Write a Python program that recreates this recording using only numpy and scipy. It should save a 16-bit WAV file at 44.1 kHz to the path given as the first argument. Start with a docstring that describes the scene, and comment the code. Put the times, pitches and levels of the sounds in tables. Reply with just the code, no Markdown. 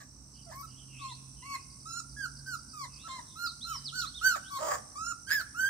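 """From the start, insects buzz and trill and a faint far drone wavers over a low rumble: pulsed and shaped noise, slow tones.
Small birds soon chatter and chip as gliding tones; clear whistles join in the second half.
A small puppy then whimpers on the doorstep of a house: thin, growing cries built from partials of a gliding pitch.
Late on, one cry breaks into a rasp of uneven pulses through throat resonances, and a later one into a rattling screech.
Wall and doorway give cries and birds a short ring of decaying noise."""
import sys
import numpy as np
from scipy import signal
from scipy.fft import rfft, irfft
from scipy.io import wavfile

SR = 44100
rng = np.random.default_rng(int(sys.argv[2]) if len(sys.argv) > 2 else 0)


def waveform_to_disk(signal):
    """Save audio, clipped to [-1, 1], as 16-bit WAV at the path in sys.argv[1]."""
    frames = np.transpose(np.atleast_2d(signal))
    scaled = np.clip(frames, -1, 1) * 32767
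    samples = np.round(scaled).astype(np.int16)
    wavfile.write(sys.argv[1], SR, samples)


N = 250929
TIME = np.arange(N) / SR
FREQS = np.fft.rfftfreq(N, 1 / SR) + 1e-3   # the offset keeps the logarithm finite at 0 Hz

# Outdoor rumble: (frequency [Hz], density [dB per Hz, relative])
RUMBLE_SPECTRUM = [(10, -42), (25, -24), (50, -3.5), (100, 1), (170, -5), (260, -3), (400, -18.5),
                   (540, -22), (680, -22), (900, -21.5), (1150, -21), (1400, -24.5), (1800, -35),
                   (2700, -34), (3300, -44), (6000, -80)]
RUMBLE_DB = -58.5
# Far drone, pitch: (time [s], frequency [Hz])
DRONE_PITCH = [(0, 132), (1.1, 132.4), (3.9, 141.1), (5.4, 121.9)]
# Far drone: (time [s], level [dB, before a 1.6 dB lift])
DRONE_LEVEL = [(0.0, -60), (1.06, -51.5), (1.79, -61), (2.48, -49.5), (2.71, -64), (2.82, -54),
               (3.24, -67.5), (3.88, -55.5), (4.4, -63.5), (5.6, -64.5)]
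# Coherence of diffuse sound at the two ears: (frequency [Hz], left-right likeness [0-1])
EAR_LIKENESS = [(60, 0.98), (250, 0.92), (600, 0.29), (2000, 0.38), (6000, 0.069), (12000, 0.11)]
# Near insects: (time [s], buzz rate [pulses per s], buzz level [dB], trill level [dB, before a 4 dB cut])
INSECTS = [(0, 114, -101, -58), (.4, 88, -67, -58.5), (1.2, 375, -61, -57.5), (2.2, 118, -59, -56.5),
           (3, 140, -62.5, -55), (5.69, 286, -59, -54.5)]
# Distant insects: (frequency [Hz], density [dB per Hz, relative])
CHORUS_SPECTRUM = [(3400, -25.5), (4000, -11), (4700, -6.5), (5300, 0), (6200, 3.5), (6800, -20.5),
                   (7600, 0.5), (8600, 3), (9500, -6), (10700, -18.5), (11400, -14.5), (11800, -20),
                   (15700, -23.5)]
# Distant insects: (time [s], level [dB, before a 1.5 dB cut])
CHORUS_LEVEL = [(0, -58.5), (.4, -57), (1, -55), (3, -54.5), (4.3, -52), (5.69, -56)]
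# Hoarse catches in the cries: (centre time [s], length [s], level [dB], throaty share [0-1])
CATCHES = [(.01, 0.056, -49, .5), (0.53, 0.043, -49, 0.56), (1.553, 0.029, -52, 0.23),
           (2.851, 0.013, -50, 0.8), (3.082, 0.016, -49.5, 0.86), (3.17, 0.18, -56.5, 0.87),
           (3.782, 0.16, -66, 0), (4.065, 0.027, -56.5, .2), (4.282, 0.09, -50, 0),
           (4.365, 0.018, -33.5, 0.6), (5.326, 0.046, -32, .05), (5.406, 0.033, -42.5, 0.4)]
# Colour of the thin hoarseness: (frequency [Hz], gain [dB])
HOARSE_SPECTRUM = [(300, -17), (800, -41), (1200, -14.5), (1700, -2), (2500, -13), (3200, -19),
                   (4300, -9.5), (5500, -40), (7200, -14.5), (9500, -30.5), (13000, -16.5), (16000, -54)]
# Throat resonances: (centre [Hz], width [Hz, before widening by 2.04],
# level with mouth nearly shut [dB], level with mouth open [dB])
THROAT = [(583, 75, 4, -14.5), (702, 180, 0, 0), (1133, 82, -3, 0.5), (1682, 160, -19, -2.5),
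          (3100, 91, -18, -24), (4970, 250, -13.5, -11), (7160, 710, -8.5, -3.5), (14700, 1600, -18, -14)]
# Harsh chatter of birds further off:
# (time [s], length [s], start [Hz], middle [Hz], end [Hz], level [dB])
CHATTER = [(.33, 0.12, 2900, 2990, 2860, -66), (.66, 0.14, 2810, 2920, 2870, -66),
           (.76, .09, 3300, 3140, 2710, -59), (.87, 0.26, 3000, 2623, 2860, -54),
           (.97, 0.11, 2700, 3880, 4230, -55.5), (1.07, 0.1, 3000, 3920, 4490, -49.5),
           (1.35, 0.3, 3150, 2665, 2490, -59), (2.88, 0.25, 2700, 2630, 3140, -62.5),
           (2.98, 0.097, 3000, 3900, 4070, -56.5), (3.07, 0.1, 3200, 3810, 4300, -52),
           (3.25, 0.12, 3900, 3700, 3310, -61.5), (4.43, 0.087, 2700, 3410, 4500, -55),
           (4.53, 0.087, 3200, 3770, 4400, -53)]
# Runs of tiny falling chips, in pairs: (start [s], end [s], time between pairs [s], level [dB])
TWITTER = [(0.356, .75, 0.084, -58.5), (1.621, 2.33, 0.098, -57.5), (2.382, 2.62, .102, -52.5),
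           (2.708, 3, .122, -53)]
# Clear bird whistles: (time [s], length [s], start [Hz], middle [Hz], end [Hz], level [dB])
WHISTLES = [(3.432, 0.088, 5700, 4590, 3690, -39.5), (3.606, 0.069, 3070, 4094, 3670, -40),
            (3.675, .11, 3036, 3053, 3010, -52), (3.725, 0.071, 5600, 5430, 4330, -40.5),
            (3.836, 0.073, 5780, 4270, 2660, -38.5), (3.985, 0.046, 5700, 4450, 2870, -39),
            (4.05, 0.053, 3100, 4200, 4320, -41.5), (4.136, 0.07, 3080, 3720, 2680, -43)]
# Cries; a jump of register starts a new row: (time [s], length [s], pitch turn after start [s],
# start pitch [Hz], turning pitch [Hz], end pitch [Hz], loudest moment after start [s],
# level [dB, before a 2 dB lift], swell [dB], fade [dB], then against the fundamental:
# second partial [dB], third partial [dB], upper partials [dB], extra sheen at the very top [dB])
CRIES = [(0.465, 0.041, 0.041, 718, 669, 670, 0.07, -51.5, 8, 8, -14, -21.6, -39, 0.0),
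         (0.508, 0.11, 0.028, 614, 1051, 1196, 0.038, -52, -0.5, -7, -20, -40, -24.5, 16),
         (0.62, 0.04, 0.014, 1090, 1342, 1355, 0.026, -46, 10, 12, -24, -18.9, -18.9, 8),
         (0.996, 0.13, 0.1, 1160, 1050.0, 1033, 0.043, -43, 12, 5.5, -25, -25, -16, -14),
         (1.424, 0.14, 0.073, 975, 1127, 1083, 0.13, -38, 18.5, 10.5, -13.5, -29, -12, -7),
         (1.856, 0.15, 0.026, 1222, 1331, 1409, 0.19, -39.5, 10.5, 4.5, -23, -12, -3, -17),
         (2.166, 0.1, 0.0037, 1567, 1693, 1445, 0.097, -35, 14, 20, -25.5, -12, -12, -7),
         (2.462, 0.099, 0.0086, 1488, 1574, 1338, 0.083, -37, 11, 8.5, -26.5, -10, -7.5, -4.5),
         (2.733, 0.13, 0.016, 1367, 1260, 983, 0.11, -43, 10, 11, -17.8, -23.5, -8.5, -5),
         (3.038, 0.041, 0.033, 1221.0, 1360, 1510, 0.047, -42, 17, 20, -21, -13, -18, -9.0),
         (3.087, 0.11, 0.097, 1074, 1038, 1035, 0.024, -41.5, 3, 3.5, -20, -22.5, -17, -21),
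         (3.357, 0.12, 0.055, 1243, 1406, 1417, 0.078, -37.5, 16.5, 0, -23, -7.5, -16.5, 5.5),
         (3.647, 0.119, 0.039, 1280, 1380, 1029, 0.061, -38, 13.5, 10.5, -21, -17, -9, -1.5),
         (3.926, 0.13, 0.047, 1318, 1501, 1265, 0.073, -35.5, 14, 6.5, -20, -2.1, -5, -7.5),
         (4.212, 0.15, 0.059, 1241, 1555, 1230, 0.053, -21, 23.5, 16, -22.5, -12, -10, -3),
         (4.505, 0.078, 0.07, 1150, 1105, 1140, 0.071, -36.5, 12.5, 18, -28.0, -19, -15, 3),
         (4.955, 0.17, 0.17, 1130, 1409, 1380, 0.13, -37.5, 8.5, -0.5, -23, -21, -7, -16.0),
         (5.268, 0.033, 0.021, 1480.0, 1636, 1560.0, 0.034, -39.0, 12, 16, -15, -6, -6, -5),
         (5.305, 0.113, 0.0353, 1600, 1741, 1482, 0.012, -29, -1, 6.5, -28.0, -9, -15.0, 6),
         (5.545, 0.18, 0.095, 1249, 1562, 1626, 0.066, -29.5, 18.5, 0, -22.5, -24.5, -13, -3)]
# Colour of the partials above the third: (frequency [Hz], gain [dB])
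OVERTONES = [(3500, 10.5), (5000, -3.5), (6200, -6.5), (7400, -0.5), (8500, -21.5), (10500, -11),
             (12500, -14), (14000, -9.5), (16000, -19)]
# The voice breaks into uneven slaps: (time [s], level [dB], rate [slaps per s], mouth opening [0-1])
RASP = [(4.58, -69, 256, 0), (4.588, -37, 270, 0.5), (4.63, -32.5, 327, 0.17), (4.68, -30.5, 330, 0.34),
        (4.72, -29.5, 250, 0.93), (4.752, -29, 220, 0.95), (4.768, -49, 220, 0.95), (4.79, -41, 420, 0.3)]
# Rattle of the screech: (time [s], depth [0-1], rate [rattles per s])
SCREECH = [(5.3, 0.05, 150), (5.308, 0.87, 135), (5.336, 0.38, 197), (5.352, 0, 110)]
# Step and wall colour each ear differently:
# (frequency [Hz], left-right level [dB], left lead [radians])
EAR_COLOUR = [(503, -10.5, -3.4), (755, -2.5, 2.9), (1175, 5.5, -1.77), (1183, -3.5, -2.1),
              (1280, -2, -1.39), (1490, -10, -1.1), (1510, -3.5, -0.34), (2180, -4, 2.07), (4470, -9, 1.72),
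              (8900, -4.5, 1.89)]

RISE_CURVE, FALL_CURVE = 2, 1.4   # exponents that round the pitch on either side of its turn
SWELL_CURVE, FADE_CURVE = 1.4, 1.05   # exponents on either side of the loudest moment
DROP_SHARE, DROP_S = 0.1174, 0.00708   # the pitch collapses as the air runs out
QUAVER_SHARE, QUAVER_HZ = 0.0054, 29.5   # slow unsteadiness of the pitch
# A resonance that the second partial of the low cries sweeps through
NASAL_HZ, NASAL_WIDTH_HZ, NASAL_DB = 1882, 340, 13
BRIGHT_PER_EFFORT = 0.19   # dB that the overtones gain for each dB of effort
DULL_DB_PER_OCTAVE = 14.5   # overtones dull as the folds slacken
CUTOFF_HZ = 15650


def from_db(db):
    """Logarithmic level: decibels become an amplitude gain."""
    return 10 ** (np.asarray(db) / 20)


def rms_one(x):
    """Power normalisation: scale to unit rms."""
    return x / np.sqrt(np.mean(x ** 2) + 1e-20)


def in_time(rows, t=TIME):
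    """Linear interpolation: read a table's columns along its first column at t."""
    s, *columns = np.transpose(rows)
    return [np.interp(t, s, column) for column in columns]


def at_hz(points, hz):
    """Logarithmic frequency scale: interpolate a spectrum evenly per octave."""
    point_hz, value = np.array(points).T
    return np.interp(np.log(hz), np.log(point_hz), value)


def wander(rate_hz, size=N):
    """Low-passed noise: a smooth random fluctuation of unit rms."""
    hz = np.fft.rfftfreq(size, 1 / SR)
    spectrum = rfft(rng.standard_normal(size)) / (1 + (hz / rate_hz) ** 4)
    return rms_one(irfft(spectrum, size))


def turns(hz):
    """Phase accumulation: the integral of a moving frequency, in radians."""
    return 2 * np.pi * np.cumsum(hz) / SR


def resonate(x, hz, width):
    """Damped resonance: two equal two-pole sections in series give steep skirts."""
    r = np.exp(-np.pi * width / SR)
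    section = [(1 - r * r) / 2, 0, (r * r - 1) / 2, 1, -2 * r * np.cos(2 * np.pi * hz / SR), r * r]
    return signal.sosfilt([section, section], x + 1e-18)


def pan(x, left_db):
    """Interaural level difference: place a source between left and right."""
    return x * from_db([[left_db / 2], [-left_db / 2]])


def airy_noise(spectrum):
    """Diffuse-field coherence: coloured noise, most alike at the two ears in the bass."""
    mid, side = rfft(rng.standard_normal((2, N)))
    alike = np.clip(at_hz(EAR_LIKENESS, FREQS), 0, 1)
    both = np.sqrt(1 + alike) * mid + np.sqrt(1 - alike) * side * [[1], [-1]]
    return rms_one(irfft(both * from_db(at_hz(spectrum, FREQS)), N))


def background():
    """Superposition: low broadband rumble, a wavering far drone and a faint hum."""
    (hz,), (db,) = in_time(DRONE_PITCH), in_time(DRONE_LEVEL)
    waver_db = 1.5 * wander(3)
    drone = from_db(db + 1.6 + waver_db) * np.sin(turns(hz + 2 * wander(7.2)))
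    hum = from_db(-60.0 + 4.1 * wander(5.0)) * np.sin(turns(59 + 2 * wander(6.8)))
    rumble = from_db(RUMBLE_DB) * airy_noise(RUMBLE_SPECTRUM)
    return pan(rumble + drone + hum, left_db=-4.5)


def wings(rate, hz, width, depth):
    """Stridulation: each stroke rasps a resonant patch of wing, pulsing its noise."""
    strokes = np.exp(depth * np.cos(turns(rate)))
    patch = resonate(rng.standard_normal((2, N)), hz, width)
    return rms_one(patch * strokes)


def insects():
    """Amplitude modulation: one high buzz and two lower, unequal trills over a distant chorus."""
    per_s, buzz_db, trill_db = in_time(INSECTS)
    buzz = wings(per_s, hz=9240, width=400, depth=.9)
    slow_trill = wings(53.5 + wander(1.5), hz=5680, width=450, depth=1)
    fast_trill = wings(69 + 2 * wander(1.5), hz=6130, width=330, depth=1)
    trills = slow_trill + 0.49 * fast_trill
    near = from_db(buzz_db) * buzz + from_db(trill_db - 4) * trills
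    chorus_db = in_time(CHORUS_LEVEL)[0] - 1.5
    chorus = from_db(chorus_db) * airy_noise(CHORUS_SPECTRUM)
    return pan(near, left_db=-5.0) + pan(chorus, left_db=-3.0)


def slaps(per_s, uneven, breath):
    """Glottal excitation: folds slap shut unevenly, each time with a puff of turbulent air."""
    phase = turns(per_s * (1 + uneven * wander(150)))
    closures = np.diff(np.floor(phase / (2 * np.pi)), prepend=0)
    pulses = closures * from_db(1 * wander(133))
    puffs = rng.standard_normal(N) * (1 + np.cos(phase))
    return rms_one(pulses) + breath * rms_one(puffs)


def throat(source, opening):
    """Source-filter principle: parallel throat resonances, reweighted as the mouth opens."""
    resonances = 0
    for hz, width, shut_db, open_db in THROAT:
        level_db = shut_db + (open_db - shut_db) * opening
        resonances = resonances + rms_one(resonate(source, hz, 2.04 * width)) * from_db(level_db)
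    return rms_one(resonances)


def catches(opening=0.99):
    """Irregular phonation: brief rattling hoarseness, thin or throaty, under bell-shaped envelopes."""
    source = slaps(np.full(N, 185.), uneven=0.12, breath=1.6)
    thin = rms_one(irfft(rfft(source) * from_db(at_hz(HOARSE_SPECTRUM, FREQS)), N))
    deep = throat(source, opening)
    out = np.zeros(N)
    for centre, length, db, share in CATCHES:
        bell = np.exp(-(2 * (TIME - centre) / length) ** 2)
        out += from_db(db) * bell * ((1 - share) * thin + share * deep)
    return out


def chirps(rows, harsh):
    """Frequency modulation: each note glides along a parabola; harsh notes waver fast and wide."""
    out = np.zeros(N)
    for s, length, first, middle, last, db in rows:
        at = np.flatnonzero((TIME >= s) & (TIME < s + length))
        u = np.linspace(0, 1, len(at))
        hz = np.polyval(np.polyfit([0, .5, 1], [first, middle, last], 2), u)
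        envelope = np.abs(np.sin(np.pi * u)) ** 1.07
        tone = np.sin(turns(hz * (1 + harsh * wander(515, size=len(at)))))
        out[at] += from_db(db) * np.sqrt(2) * envelope * tone
    return out


def birds(chip_hz=4900, chip_s=.03, pair_gap_s=0.026):
    """Gliding tones: harsh chatter, runs of paired falling chips and clear whistles."""
    chips = []
    for first, last, every, db in TWITTER:
        for s in np.arange(first, last, every):
            for late in (-pair_gap_s / 2, pair_gap_s / 2):
                start = s + late - chip_s / 2
                chips.append((start, chip_s, 1.1 * chip_hz, chip_hz, 0.904 * chip_hz, db))
    chatter = chirps(CHATTER, harsh=.045)
    twitter = chirps(chips, harsh=0.037)
    whistles = chirps(WHISTLES, harsh=.008)
    return chatter + twitter + whistles


def arch(t, length, crest_s, start_hz, crest_hz, end_hz):
    """Pitch glide: from the start to a turning point, on to the end, with a quick final collapse."""
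    crest_s = np.clip(crest_s, .02 * length, .95 * length)
    rise = np.clip(1 - t / crest_s, 0, 1) ** RISE_CURVE
    fall = np.clip((t - crest_s) / (length - crest_s), 0, 1) ** FALL_CURVE
    collapse = 1 - DROP_SHARE * np.exp(np.minimum(t - length, 0) / DROP_S)
    return (crest_hz + (start_hz - crest_hz) * rise + (end_hz - crest_hz) * fall) * collapse


def effort(t, length, loudest_s, swell_db, fade_db):
    """Level envelope: swell and fade, in dB against the nominal loudest moment."""
    loudest_s = np.clip(loudest_s, .02 * length, .95 * length)
    swell = np.clip(1 - t / loudest_s, 0, 1)
    fade = np.clip((t - loudest_s) / (length - loudest_s), 0, 1)
    return -swell_db * swell ** SWELL_CURVE - fade_db * fade ** FADE_CURVE


def whimper(cry, shimmer_db=1.41, edge_s=.003, breath_db=-14):
    """Harmonic synthesis: a nearly pure whistle of the vocal folds, unsteady overtones, a little hiss."""
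    (start, length, crest_s, start_hz, crest_hz, end_hz, loudest_s, level_db, swell_db, fade_db,
     second_db, third_db, upper_db, sheen_db) = cry
    at = np.flatnonzero((TIME > start - edge_s) & (TIME < start + length + edge_s))
    t = TIME[at] - start
    size = len(t)
    pitch = arch(t, length, crest_s, start_hz, crest_hz, end_hz)
    effort_db = effort(t, length, loudest_s, swell_db, fade_db)
    jitter = .0025 * wander(160, size)
    quaver = QUAVER_SHARE * wander(QUAVER_HZ, size)
    phase = turns(pitch * (1 + jitter + quaver))
    bright_db = BRIGHT_PER_EFFORT * effort_db + DULL_DB_PER_OCTAVE * np.log2(pitch / crest_hz)
    nasal_db = NASAL_DB * np.exp(-((2 * pitch - NASAL_HZ) / NASAL_WIDTH_HZ) ** 2)
    low_db = [0, second_db + nasal_db, third_db + bright_db]
    voice = np.zeros(size)
    for k in range(1, 14):
        if k <= len(low_db):
            partial_db = low_db[k - 1]
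        else:
            partial_db = upper_db + bright_db + at_hz(OVERTONES, k * pitch)
        sheen = np.interp(k * pitch, [9000, 12000], [0, sheen_db])
        flutter = shimmer_db * np.sqrt(k) * wander(55, size)
        fray = .08 * (k - 1) * wander(300, size)   # random phase, growing with partial number
        gain = np.sqrt(2) * from_db(partial_db + sheen + flutter)
        voice += gain * np.sin(k * phase + fray) * (k * pitch < SR / 2)
    hiss = rms_one(resonate(rng.standard_normal(size), 15000, 4400))
    voice += hiss * from_db(upper_db + bright_db + sheen_db + breath_db)
    edges = np.clip((np.minimum(t, length - t) + edge_s) / (2 * edge_s), 0, 1)
    out = np.zeros(N)
    out[at] = voice * edges * from_db(level_db + effort_db)
    return out


def rasp(lurch_db=1.5, lurch_hz=110):
    """Aperiodic excitation: a harsh snarl of uneven slaps in lurches, filtered by the throat."""
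    level_db, per_s, opening = in_time(RASP)
    source = slaps(per_s, uneven=.07, breath=.45)
    lurches = rms_one(from_db(lurch_db * wander(lurch_hz)))
    sounding = (TIME > RASP[0][0]) * (TIME < RASP[-1][0])
    return throat(source * lurches, opening) * from_db(level_db) * sounding


def screech(uneven=0.1246):
    """Amplitude modulation: the folds rattle and chop tone and hoarseness alike; returns a gain."""
    depth, per_s = in_time(SCREECH)
    depth = depth * (TIME > SCREECH[0][0]) * (TIME < SCREECH[-1][0])
    return 1 + depth * np.cos(turns(per_s * (1 + uneven * wander(96))))


def doorway(x, near_db, tail_db, near_t60=.14, tail_t60=.9, dull_hz=3500):
    """Reverberation by convolution: quick scatter off the house front and a faint longer ring."""
    t = TIME[:SR]
    near, tail = rng.standard_normal((2, 2, SR)) * (t > .002)
    near = near * from_db(-60 * t / near_t60)
    dulling = signal.butter(1, dull_hz, fs=SR, output="sos")
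    tail = signal.sosfilt(dulling, tail * from_db(-60 * t / tail_t60))
    response = (from_db(near_db) * rms_one(near) + from_db(tail_db) * rms_one(tail)) / np.sqrt(SR)
    response[:, 0] += 1   # direct sound
    response = rms_one(response) / np.sqrt(response.shape[1])   # unit energy
    return signal.fftconvolve(x[None], response, axes=1)[:, :N]


def on_the_step(x):
    """Interference: close reflections tip level and phase between the ears as the pitch moves."""
    left_db, lead = in_time(EAR_COLOUR, FREQS)
    gains = from_db([left_db / 2, -left_db / 2])
    gains = gains / np.sqrt(np.mean(gains ** 2, axis=0))
    phase_shift = np.exp(.5j * lead * np.array([[1], [-1]]))
    shaped = irfft(rfft(x) * gains * phase_shift, N)
    return shaped * np.clip(TIME / .005, 0, 1)   # short fade-in


def scene():
    """Superposition of sources: the puppy by the door, the garden all around."""
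    cries = from_db(2.0) * sum(whimper(cry) for cry in CRIES)
    voice = (cries + catches()) * screech() + rasp()
    puppy = on_the_step(doorway(voice, near_db=-5.0, tail_db=-22.5))
    garden = doorway(birds(), near_db=-5, tail_db=-11)
    return puppy + pan(garden, left_db=-3.5) + insects() + background()


def record(dry):
    """Band limitation: a steep elliptic low-pass cuts the top."""
    return signal.sosfilt(signal.ellip(12, .1, 80, CUTOFF_HZ, fs=SR, output="sos"), dry)


dry = scene()
out = record(dry)
waveform_to_disk(out)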